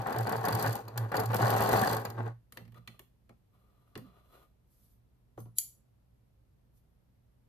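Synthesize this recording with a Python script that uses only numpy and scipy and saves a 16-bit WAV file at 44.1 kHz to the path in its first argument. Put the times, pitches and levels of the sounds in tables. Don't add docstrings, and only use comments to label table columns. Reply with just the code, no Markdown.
import sys
import numpy as np
from scipy import signal
from scipy.fft import rfft, irfft, next_fast_len
from scipy.io import wavfile
from scipy.ndimage import uniform_filter1d, map_coordinates

SR = 44100
rng = np.random.default_rng(int(sys.argv[2]) if len(sys.argv) > 2 else 0)


def pcm_store(signal):
    levels = np.round(np.clip(np.atleast_2d(signal), -1, 1) * 32767)
    wavfile.write(sys.argv[1], SR, levels.astype(np.int16).T)


N = 329868
T = np.arange(N) / SR

# time_s, drive_db
DRIVE = [(0, -45), (.4, -42.5), (.66, -35), (.79, -44), (.84, -56.5), (1.09, -53), (1.28, -44.5),
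         (1.38, -39), (1.45, -31.5), (1.66, -32), (1.74, -28.5), (1.93, -32.5), (1.99, -40.5),
         (2.13, -54.5), (2.28, -51), (2.37, -79)]
# start_s, length_s, clatter_db, clunk_db
PULLS = [(0, 0.013, -41, -49), (.056, 0.16, -38, -36.5), (.263, 0.086, -35, -31),
         (0.438, 0.052, -32.5, -41.5), (0.518, 0.019, -35, -28), (0.592, 0.079, -35.5, -49),
         (0.877, 0.0046, -52, -39.5), (0.956, 0.095, -47, -45.5), (1.115, 0.014, -38, -30.5),
         (1.141, 0.052, -32, -28.5), (1.2, 0.037, -37, -40.5), (1.3, 0.0093, -43, -27.5),
         (1.331, .025, -34.5, -22.5), (1.389, 0.052, -31, -28.5), (2.05, 0.0093, -48.5, -29),
         (2.085, 0.017, -47, -46), (2.174, 0.032, -42.5, -51), (2.243, 0.035, -45.5, -57)]
PULL_ATTACK_S, PULL_RELEASE_S = .006, .016
# start_s, level_db, ring_db (3-7 kHz ring against the tick)
TICKS = [(.1852, -26.5, -10.5), (.2926, -27, -16), (.3241, -32, -2.5), (.3643, -29.5, -10),
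         (.4518, -23, -7), (.4838, -21, -11.5), (.5245, -27, -3.5), (.5495, -20, -16.5),
         (.595, -24.5, -8.5), (.6248, -18.5, -20), (.6608, -28.5, -5), (.7278, -26, -8), (.7533, -23, -24),
         (.8811, -38, -4.5), (.9756, -20.5, -8), (1.1418, -39, 1.5), (1.1667, -23.5, -4.5),
         (1.1991, -22, -12), (1.257, -26.5, -8.5), (1.3434, -19, -26.5), (1.3648, -22, -9.5),
         (1.4159, -30.5, -2), (1.503, -18.5, -11.5), (1.6053, -20, -20), (1.6227, -22.5, -15.5),
         (1.636, -24.5, -12.5), (1.6896, -22.5, -9.5), (1.7128, -29, -2.5), (1.729, -20.5, -18),
         (1.753, -30.5, -7), (1.7742, -26.5, -11), (1.7925, -27, -4.5), (1.834, -26.5, -7),
         (1.8726, -27, -1.5), (1.894, -27, -3), (1.93, -23, -7), (1.9665, -27.5, -5.5), (2.0509, -26.5, -8),
         (2.1009, -33, -9)]
# start_s, level_db
CLACKS = [(.061, -28), (0.124, -33), (0.1455, -33), (0.21, -34), (0.269, -32.5), (0.3257, -26.5),
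          (0.413, -33), (0.4407, -30), (0.4706, -26.5), (0.5235, -29), (0.591, -27), (0.6653, -25),
          (.9762, -30), (1.117, -35.5), (1.1398, -18), (1.3021, -33), (1.333, -27), (1.3423, -24),
          (1.4247, -21), (1.457, -23.5), (1.5074, -23.5), (1.5725, -24.5), (1.689, -26), (1.7319, -25.5),
          (1.8357, -23.5), (1.8722, -26), (2.052, -30), (2.1447, -58)]
# crest_s, level_db, half_length_s
SWELLS = [(0, -35.5, 0.035), (0.217, -31, .055), (0.391, -36, 0.044), (.55, -29, 0.032),
          (0.694, -29.5, 0.041), (.87, -44, .035), (1.023, -31, .07), (1.198, -35, .026), (1.302, -30, .06),
          (1.37, -34.5, .02), (1.442, -25.5, 0.034), (1.548, -32.5, 0.097), (1.749, -31, .035),
          (1.823, -33.5, .021), (1.971, -38.5, 0.079), (2.093, -41, .022), (2.237, -35.5, .1)]
STEADY_DB = -11.5
# start_s, steel_click_db, plastic_clack_db, bed_knock_db, table_thud_db
KNOCKS = [(2.185, -64, -66, -32, -52), (2.522, -34, -45, -56.5, -62), (2.571, -37, -31.5, -43, -59),
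          (2.606, -60, -64, -50, -51.5), (2.651, -66, -52, -61, -57), (2.677, -58, -55, -60, -53),
          (2.72, -54, -53, -63, -56.5), (2.743, -55, -51.5, -68, -69), (2.778, -55, -52, -58.5, -57),
          (2.8742, -37.5, -30.5, -50.5, -54.5), (2.992, -36, -41.5, -51.5, -67),
          (3.292, -58, -49, -49, -62), (3.953, -57, -32.5, -37.5, -49.5), (3.975, -35.5, -44, -44, -48),
          (5.375, -78, -55, -36.5, -50), (5.402, -42, -70, -64, -49.5), (5.454, -81, -61.5, -49, -54.5)]
# start_s, length_s, rub_db, hiss_db
DRAWS = [(2.51, 0.062, -64.5, -84.5), (2.724, 0.036, -62, -77), (2.834, 0.13, -74.5, -85),
         (3.494, 0.55, -79.5, -89), (4.008, 0.12, -69, -85), (4.118, 0.095, -70, -83.5),
         (4.212, 0.14, -73.5, -82), (4.317, 0.065, -61, -72.5), (4.386, 0.044, -72, -80),
         (4.657, .26, -92.5, -75), (5.366, 0.028, -87, -62.5), (6.719, 0.055, -99.5, -77.5)]
DRAW_ATTACK_S, DRAW_RELEASE_S = 0.056, 0.029
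# start_s, pitch_hz, level_db
PINGS = [(2.523, 11060, -62), (5.388, 6300, -67), (5.409, 10000, -66)]
PING_T60_S = .19

# pitch_hz, width_hz, level_db (relative within the table)
HOUSING = [(160, 14, 0), (222, 18, -1), (279, 25, -5), (440, 60, -2), (540, 25, -5), (750, 48, 3.5),
           (915, 50, -2), (1085, 70, -5), (1280, 120, -8.5), (1450, 80, -6), (1700, 260, -10.5),
           (2190, 110, -13)]
PANEL = [(469, 70, -2.5), (740, 47, -0.5), (958, 91, 0), (1090, 220, -3), (1440, 140, -1), (1715, 170, 0.5),
         (2260, 120, -12)]
STEEL = [(3400, 100, -11), (4120, 150, -5), (4700, 210, -1.5), (5860, 440, -18), (6880, 700, -10.5)]
PLASTIC = [(869.6, 170, -8), (1160, 660, -1.5), (1860, 200, 4), (2500, 800, -5.5), (3460, 310, -4.5),
           (4130, 420, -9)]
BED = [(228, 41, 0.5), (348, 110, 1.5), (474, 130, 1.5), (760, 250, -6.5), (1090, 75, -6.5),
       (1350, 100, -14.5)]
DISCS = [(398.5, 160, -3.5), (680, 110, -1.5), (878, 220, -10), (1193, 70, 2), (1450, 84, -7),
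         (1872, 330, -17.5), (2637, 650, -18.5), (3440, 130, -15), (4020, 170, -17.5)]
BLADES = [(3400, 320, -16.5), (4080, 640, -13.5), (4730, 500, -17.5), (5455, 250, -20.5),
          (5866, 259, -12.5), (6915, 220, -2.5), (7710, 170, -3.5), (8050, 100, -8), (10990, 150, 5),
          (11550, 90, -5.5), (11890, 130, -2.5), (12250, 200, -0.5), (12900, 200, -5.5), (13750, 290, -3.5)]
# pitch_hz, level_db, t60_s
TABLE = [(117, 6.5, 0.32), (172, -1, 0.3), (220, 1, 0.17)]

# pitch_hz, level_db (per Hz, relative within the table)
CLATTER = [(25, -32), (45, -16.5), (110, -11.5), (220, -5), (320, -11), (440, -2.5), (620, -5), (770, -3),
           (950, -4.5), (1270, -11.5), (1800, -15), (2400, -27), (4000, -35), (6000, -48)]
TICK = [(1500, -35.5), (3000, -10), (6000, -10), (8500, -9), (10800, -6.5), (12300, 5.5), (13200, -6.5),
        (14200, 6), (15500, -4.5), (16400, -29)]
SLIDING = [(1470, -40.5), (2500, -3.5), (3700, -5), (4210, 0.5), (4760, -1.5), (5310, -11), (5970, -4),
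           (10900, -12), (12100, -3), (14200, -5), (16000, -26)]
HISS = [(2000, -23.5), (5000, -15), (9000, -14.5), (12700, -2), (14500, -7), (16000, -36.5)]
SHEAR = [(500, -24), (1500, -19.5), (2300, -12), (2900, -8.5), (3800, -1), (7500, -8), (15000, -10)]
QUIET = [(15, -43.5), (25, -19), (49, -6.5), (80, -13.5), (117, -6.5), (149, -16), (195, -16), (309, -26.5),
         (516, -30), (1520, -42.5), (10000, -55), (12500, -46), (16000, -69)]

# pitch_hz, level_db
HUM = [(60, -73.5), (120, -76)]
# pitch_hz, t60_s
ROOM = [(120, .15), (700, .16), (1500, .24), (3000, .31), (6000, .3), (12000, .26)]
# pitch_hz, level_db (relative to the direct sound)
NEAR = [(120, -26), (330, -11), (800, -10), (1300, -7), (2200, -3), (6500, -2), (8400, -25)]
# pitch_hz, difference_db
BALANCE = [(110, -1.5), (400, -3.5), (750, 3), (1250, 4.5), (1900, 0), (2500, -2), (4400, -4.5),
           (6000, -0.5), (7000, 1), (8500, 0.5)]
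# pitch_hz, lead_radians
LEAD = [(100, 0), (300, .2), (600, 1.3), (1200, .7), (2000, 1.5), (2700, 1.5), (4000, 0), (5000, -1.2),
        (6800, -1.5), (9000, 0), (10300, 0), (13000, 1.5), (16000, 3.1)]
MONO_HZ, TOP_HZ = 8400, 16450

FULL_DB = -30
LIGHT_PER_S = 40
LIGHT_DB, LIGHT_SPREAD_DB, LIGHT_RING_DB = -27, 1.5, -11
LIGHT_GROWS = 0.93
LIGHT_END_S = 2.11
SLIDE_DB, SLIDE_GROWS = -45.5, 1.2
WHIRR_DB, WHIRR_GROWS = -39.5, .7
WHIRR_HZ, WHIRR_SAG_HZ_PER_DB, WHIRR_WIDTH_HZ = 744, 3.2, 60
JUDDER_S, JUDDER_LENGTH_S, JUDDER_DB = 4.01, 0.044, -52
JUDDER_HZ, JUDDER_SAG_HZ_PER_S = 263, 900
LEAD_IN_S, LEAD_IN_DB = 0.035, -47
SNIP_S, SNIP_LENGTH_S, SNIP_DB = 5.5837, 0.003, -14.5
SNIP_ATTACK_S, SNIP_RELEASE_S = .0011, 0.00071

FFT_SIZE = next_fast_len(N + SR // 2, True)
HZ = np.fft.rfftfreq(FFT_SIZE, 1 / SR)


def amp(db):
    return 10 ** (np.asarray(db) / 20)


def unit(x):
    return x / np.sqrt(np.mean(x ** 2) + 1e-20)


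def along(points, hz):
    f, value = np.transpose(points)
    return np.interp(np.log(hz + 1), np.log(f + 1), value)


def levels(rows):
    s, db = np.transpose(rows)
    return amp(np.interp(T, s, db, right=-140))


def wobble(rate):
    return map_coordinates(rng.standard_normal(int(N * rate / SR) + 4), [T * rate])


def noise():
    return rng.standard_normal(N)


def filtered(x, response):
    return irfft(rfft(x, FFT_SIZE) * response, FFT_SIZE)[..., :N]


def colour(points):
    cepstrum = irfft(np.log(amp(along(points, HZ)) + 1e-6), FFT_SIZE)
    cepstrum[1:FFT_SIZE // 2] *= 2
    cepstrum[FFT_SIZE // 2 + 1:] = 0
    response = np.exp(rfft(cepstrum))
    return response / np.sqrt(np.mean(abs(response) ** 2))


def body(modes):
    response = 0
    for k, (hz, width, db) in enumerate(modes):
        damping = 1j * HZ * width
        response = response + (-1) ** k * amp(db) * damping / (hz * hz - HZ * HZ + damping)
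    return response / np.sqrt(np.mean(abs(response) ** 2))


def bending(lag):
    return np.exp(-4j * np.pi * lag * np.sqrt(1000 * HZ))


def contacts(times, dbs, t60, rise):
    out, t = np.zeros(N + SR), np.arange(SR // 10) / SR
    fade = amp(-60 * t / t60) * (1 - np.exp(-(t / rise) ** 2))
    for s, db in zip(times, dbs):
        burst = rng.standard_normal(len(t)) * fade
        even = np.linalg.norm(fade) / np.linalg.norm(burst)
        out[max(round(s * SR), 0):][:len(t)] += amp(db) * burst * even
    return out[:N]


def rattle(rate, spread_db):
    hits = rng.random(N) < rate / SR
    return unit(hits * np.sign(noise()) * amp(spread_db * noise()))


def gesture(start, length, attack, release):
    rise = np.clip((T - start) / attack, 0, 1)
    return rise * np.exp(-np.clip((T - start - length) / release, 0, 20))


def effort():
    pulls = sum((amp(db) * gesture(s, length, PULL_ATTACK_S, PULL_RELEASE_S)) ** 2
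                for s, length, db, _ in PULLS)
    return np.sqrt(levels(DRIVE) ** 2 + pulls)


def gears(drive, top_rate=186, spread_db=3, teeth_db=-6.0, clunk_db=-6, uneven_db=0.56, loose_grows=0.056):
    speed = np.abs(uniform_filter1d(drive, SR // 4))
    rate = top_rate * (speed / speed.max()) ** .3
    turns = np.cumsum(rate) / SR + .14 * wobble(90)
    strikes = np.diff(np.floor(np.maximum.accumulate(turns)), prepend=0)
    teeth = strikes * amp(spread_db * noise())
    teeth /= np.sqrt(np.mean(teeth[:2 * SR] ** 2))
    force = drive * amp(uneven_db * wobble(45))
    mesh = filtered(amp(teeth_db) * force * teeth, body(HOUSING) / (1 + (HZ / 2300) ** 4))
    s, _, _, db = np.transpose(PULLS)
    clunks = contacts(s, db + clunk_db, t60=0.11, rise=0.00029)
    bunches = unit(rattle(750, spread_db=2.6) * amp(1.8 * wobble(130)))
    looseness = force * (drive / amp(FULL_DB)) ** loose_grows
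    loose = filtered(looseness * bunches + clunks, colour(CLATTER))
    return mesh + loose + amp(-16.5) * filtered(clunks, body(PLASTIC))


def light_ticks(drive):
    gap, size, ring = rng.standard_normal((300, 3)).T
    s = np.cumsum(np.exp(0.32 * gap)) / LIGHT_PER_S
    drive_db = 20 * np.log10(np.interp(s, T, drive)) - FULL_DB
    tick_db = LIGHT_DB + LIGHT_GROWS * drive_db + LIGHT_SPREAD_DB * size
    rows = np.column_stack([s, tick_db, LIGHT_RING_DB + 3 * ring])
    return rows[(s < LIGHT_END_S) & (drive_db > -13)]


def needle(drive, tick_db=-6, ring_db=-6.5, clack_db=-8):
    s, db, ring_share_db = np.vstack([TICKS, light_ticks(drive)]).T
    ticks = filtered(contacts(s, db + tick_db, t60=.019, rise=.0008), colour(TICK))
    rings = filtered(contacts(s, db + ring_share_db + ring_db, t60=0.027, rise=.001), body(STEEL))
    clacks = filtered(contacts(s, db + ring_share_db + clack_db, t60=0.013, rise=0.0009), body(PLASTIC))
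    slide = amp(SLIDE_DB) * (levels(DRIVE) / amp(FULL_DB)) ** SLIDE_GROWS
    chatter = unit(noise() * amp(5 * wobble(280)))
    return ticks + rings + clacks + filtered(slide * chatter, colour(SLIDING))


def linkage(trim_db=-1.0):
    s, db = np.transpose(CLACKS)
    hits = contacts(s, db + trim_db, t60=0.02, rise=.0008)
    return filtered(hits, body(PANEL) / (1 + (HZ / 3200) ** 4))


def whirr(drive, flutter_db=3.5):
    load_db = 20 * np.log10(np.abs(uniform_filter1d(drive, SR // 20)) + 1e-6) - FULL_DB
    hz = WHIRR_HZ - WHIRR_SAG_HZ_PER_DB * load_db
    band = wobble(WHIRR_WIDTH_HZ) + 1j * wobble(WHIRR_WIDTH_HZ)
    note = np.real(band * np.exp(2j * np.pi * np.cumsum(hz) / SR))
    running = np.minimum(drive / amp(-47), 1) ** 2
    level = amp(WHIRR_DB) * running * (drive / amp(FULL_DB)) ** WHIRR_GROWS
    return level * unit(note * amp(flutter_db * wobble(25)))


def bed_rumble(drive, rumble_db=-45, grows=.5):
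    running = np.minimum(drive / amp(-58), 1)
    return filtered(amp(rumble_db) * running * (drive / amp(FULL_DB)) ** grows * noise(), body(BED))


def low_note(hz=114, wander=0.71, steep=1.8, fade=2.6):
    swells = sum(amp(db) ** 2 * np.exp(-fade * abs((T - s) / half) ** steep) for s, db, half in SWELLS)
    steady = amp(STEADY_DB + 3.8 * wobble(25)) * levels(DRIVE)
    level = np.sqrt(swells + steady ** 2)
    return np.sqrt(2) * level * np.sin(2 * np.pi * hz * T + wander * wobble(16))


def handling(click_db=-4, clack_db=-5, knock_db=-5, thud_db=-1, crack_db=-5):
    s, click, clack, knock, thud = np.transpose(KNOCKS)
    clicks = filtered(contacts(s, click + click_db, t60=0.017, rise=0.0014), colour(TICK))
    clacks = filtered(contacts(s, clack + clack_db, t60=0.023, rise=0.0013), body(PLASTIC))
    crack_colour = colour(SHEAR) / (1 + 1j * HZ / 4000)
    cracks = filtered(contacts(s, clack + crack_db, t60=0.0048, rise=0.0011), crack_colour)
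    bed_filter = body(BED) * bending(lag=0.00074)
    knocks = filtered(contacts(s, knock + knock_db, t60=0.11, rise=0.0012), bed_filter)
    thuds, t = np.zeros(N + SR), np.arange(SR // 2) / SR
    for start, db in zip(s, thud + thud_db):
        ring = np.zeros(len(t))
        for hz, level, t60 in TABLE:
            uneven = rng.normal(0, 1)
            ring += amp(db + level + uneven - 60 * t / t60) * np.sin(2 * np.pi * hz * t)
        thuds[round(start * SR):][:len(t)] += ring * (1 - np.exp(-t / 0.0047))
    return clicks + clacks + cracks + knocks + thuds[:N]


def thread():
    shapes = np.array([gesture(s, length, DRAW_ATTACK_S, DRAW_RELEASE_S) for s, length, _, _ in DRAWS])
    rub, hiss = amp(np.array(DRAWS)[:, 2:]).T @ shapes
    slips = filtered(rub * rattle(2000, spread_db=2), body(DISCS))
    return (slips + hiss * filtered(noise(), colour(HISS))) * amp(2.3 * wobble(40))


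def finger(rough=1.35, overtone_db=-18):
    rate = JUDDER_HZ - JUDDER_SAG_HZ_PER_S * np.clip(T - JUDDER_S, 0, .11)
    phase = 2 * np.pi * np.cumsum(rate) / SR + rough * wobble(65)
    groan = np.sin(phase) + amp(overtone_db) * np.sin(2 * phase)
    return amp(JUDDER_DB) * gesture(JUDDER_S, JUDDER_LENGTH_S, 0.0098, 0.05) * groan


def pings():
    out = np.zeros(N)
    for s, hz, db in PINGS:
        t = np.maximum(T - s, 0)
        out += amp(db - 60 * t / PING_T60_S) * np.sin(2 * np.pi * hz * t)
    return out


def scissors(ring_db=-1, shear_db=-16.0):
    lead_in = gesture(SNIP_S - LEAD_IN_S, LEAD_IN_S, LEAD_IN_S, SNIP_RELEASE_S) ** 2
    snip = gesture(SNIP_S, SNIP_LENGTH_S, SNIP_ATTACK_S, SNIP_RELEASE_S)
    force = amp(LEAD_IN_DB) * lead_in + amp(SNIP_DB) * snip
    crunch = force * noise()
    power = np.abs(uniform_filter1d(abs(rfft(crunch, FFT_SIZE)) ** 2, size=3000))
    crunch = filtered(crunch, np.sqrt(power.mean() / power))
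    ring = body(BLADES) * HZ ** 2 / (HZ ** 2 + 2800 ** 2)
    return filtered(crunch, amp(ring_db) * ring) + amp(shear_db) * filtered(force * noise(), colour(SHEAR))


def room(x, wet_db, count=12):
    delay = .003 * np.exp(.5 * map_coordinates(rng.standard_normal(SR // 600 + 4), [HZ / 300]))
    near = filtered(x, amp(along(NEAR, HZ)) * np.exp(-2j * np.pi * np.cumsum(delay) * HZ[1]))
    tails = np.zeros((2, N + SR))
    for part in np.array_split(np.arange(N), count):
        hz, t, z = signal.stft(rng.standard_normal((2, SR // 3)), SR, nperseg=256)
        tail = signal.istft(z * amp(-60 * t / along(ROOM, hz)[:, None]), SR, nperseg=256)[1]
        tail *= 1 - np.exp(-np.arange(tail.shape[1]) / SR / .005)
        answer = signal.fftconvolve(x[part][None], tail / np.linalg.norm(tail[0]), axes=1)
        tails[:, part[0]:part[0] + answer.shape[1]] += answer
    return np.array([x + near, x - near]) + amp(wet_db) * tails[:, :N]


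def background(level_db=-69, side_db=-9):
    hum = sum(np.sqrt(2) * amp(db) * np.sin(2 * np.pi * hz * T + 0.36 * wobble(1.0)) for hz, db in HUM)
    mid = filtered(noise(), colour(QUIET))
    side_gain = amp(along([(100, side_db), (500, 0.0067)], HZ))
    side = filtered(noise(), colour(QUIET) * side_gain)
    return hum + amp(level_db) * np.array([mid + side, mid - side])


def scene():
    drive = effort()
    apart = filtered(amp(-11) * (gears(drive) + needle(drive)), HZ / (HZ + 250))
    ends = np.array([apart, -apart])
    housing = gears(drive) + linkage() + whirr(drive) + bed_rumble(drive)
    machine = room(housing, wet_db=-9.5) + room(needle(drive), wet_db=-12.0) + ends + low_note()
    hands = room(handling() + thread() + finger() + pings(), wet_db=-7.5) + room(scissors(), wet_db=-7.5)
    return machine + hands + background()


def record(dry):
    left, right = dry
    shared = np.clip((HZ - MONO_HZ) / 1000 + .5, 0, 1) * np.pi / 2
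    right = filtered(right, np.cos(shared)) + filtered(left, np.sin(shared))
    half = amp(along(BALANCE, HZ) / 2) * np.exp(.5j * along(LEAD, HZ))
    limit = np.clip((TOP_HZ - HZ) / 200 + .5, 0, 1)
    return filtered(np.array([left, right]), np.array([half, 1 / half]) * limit)


dry = scene()
out = record(dry)
pcm_store(out)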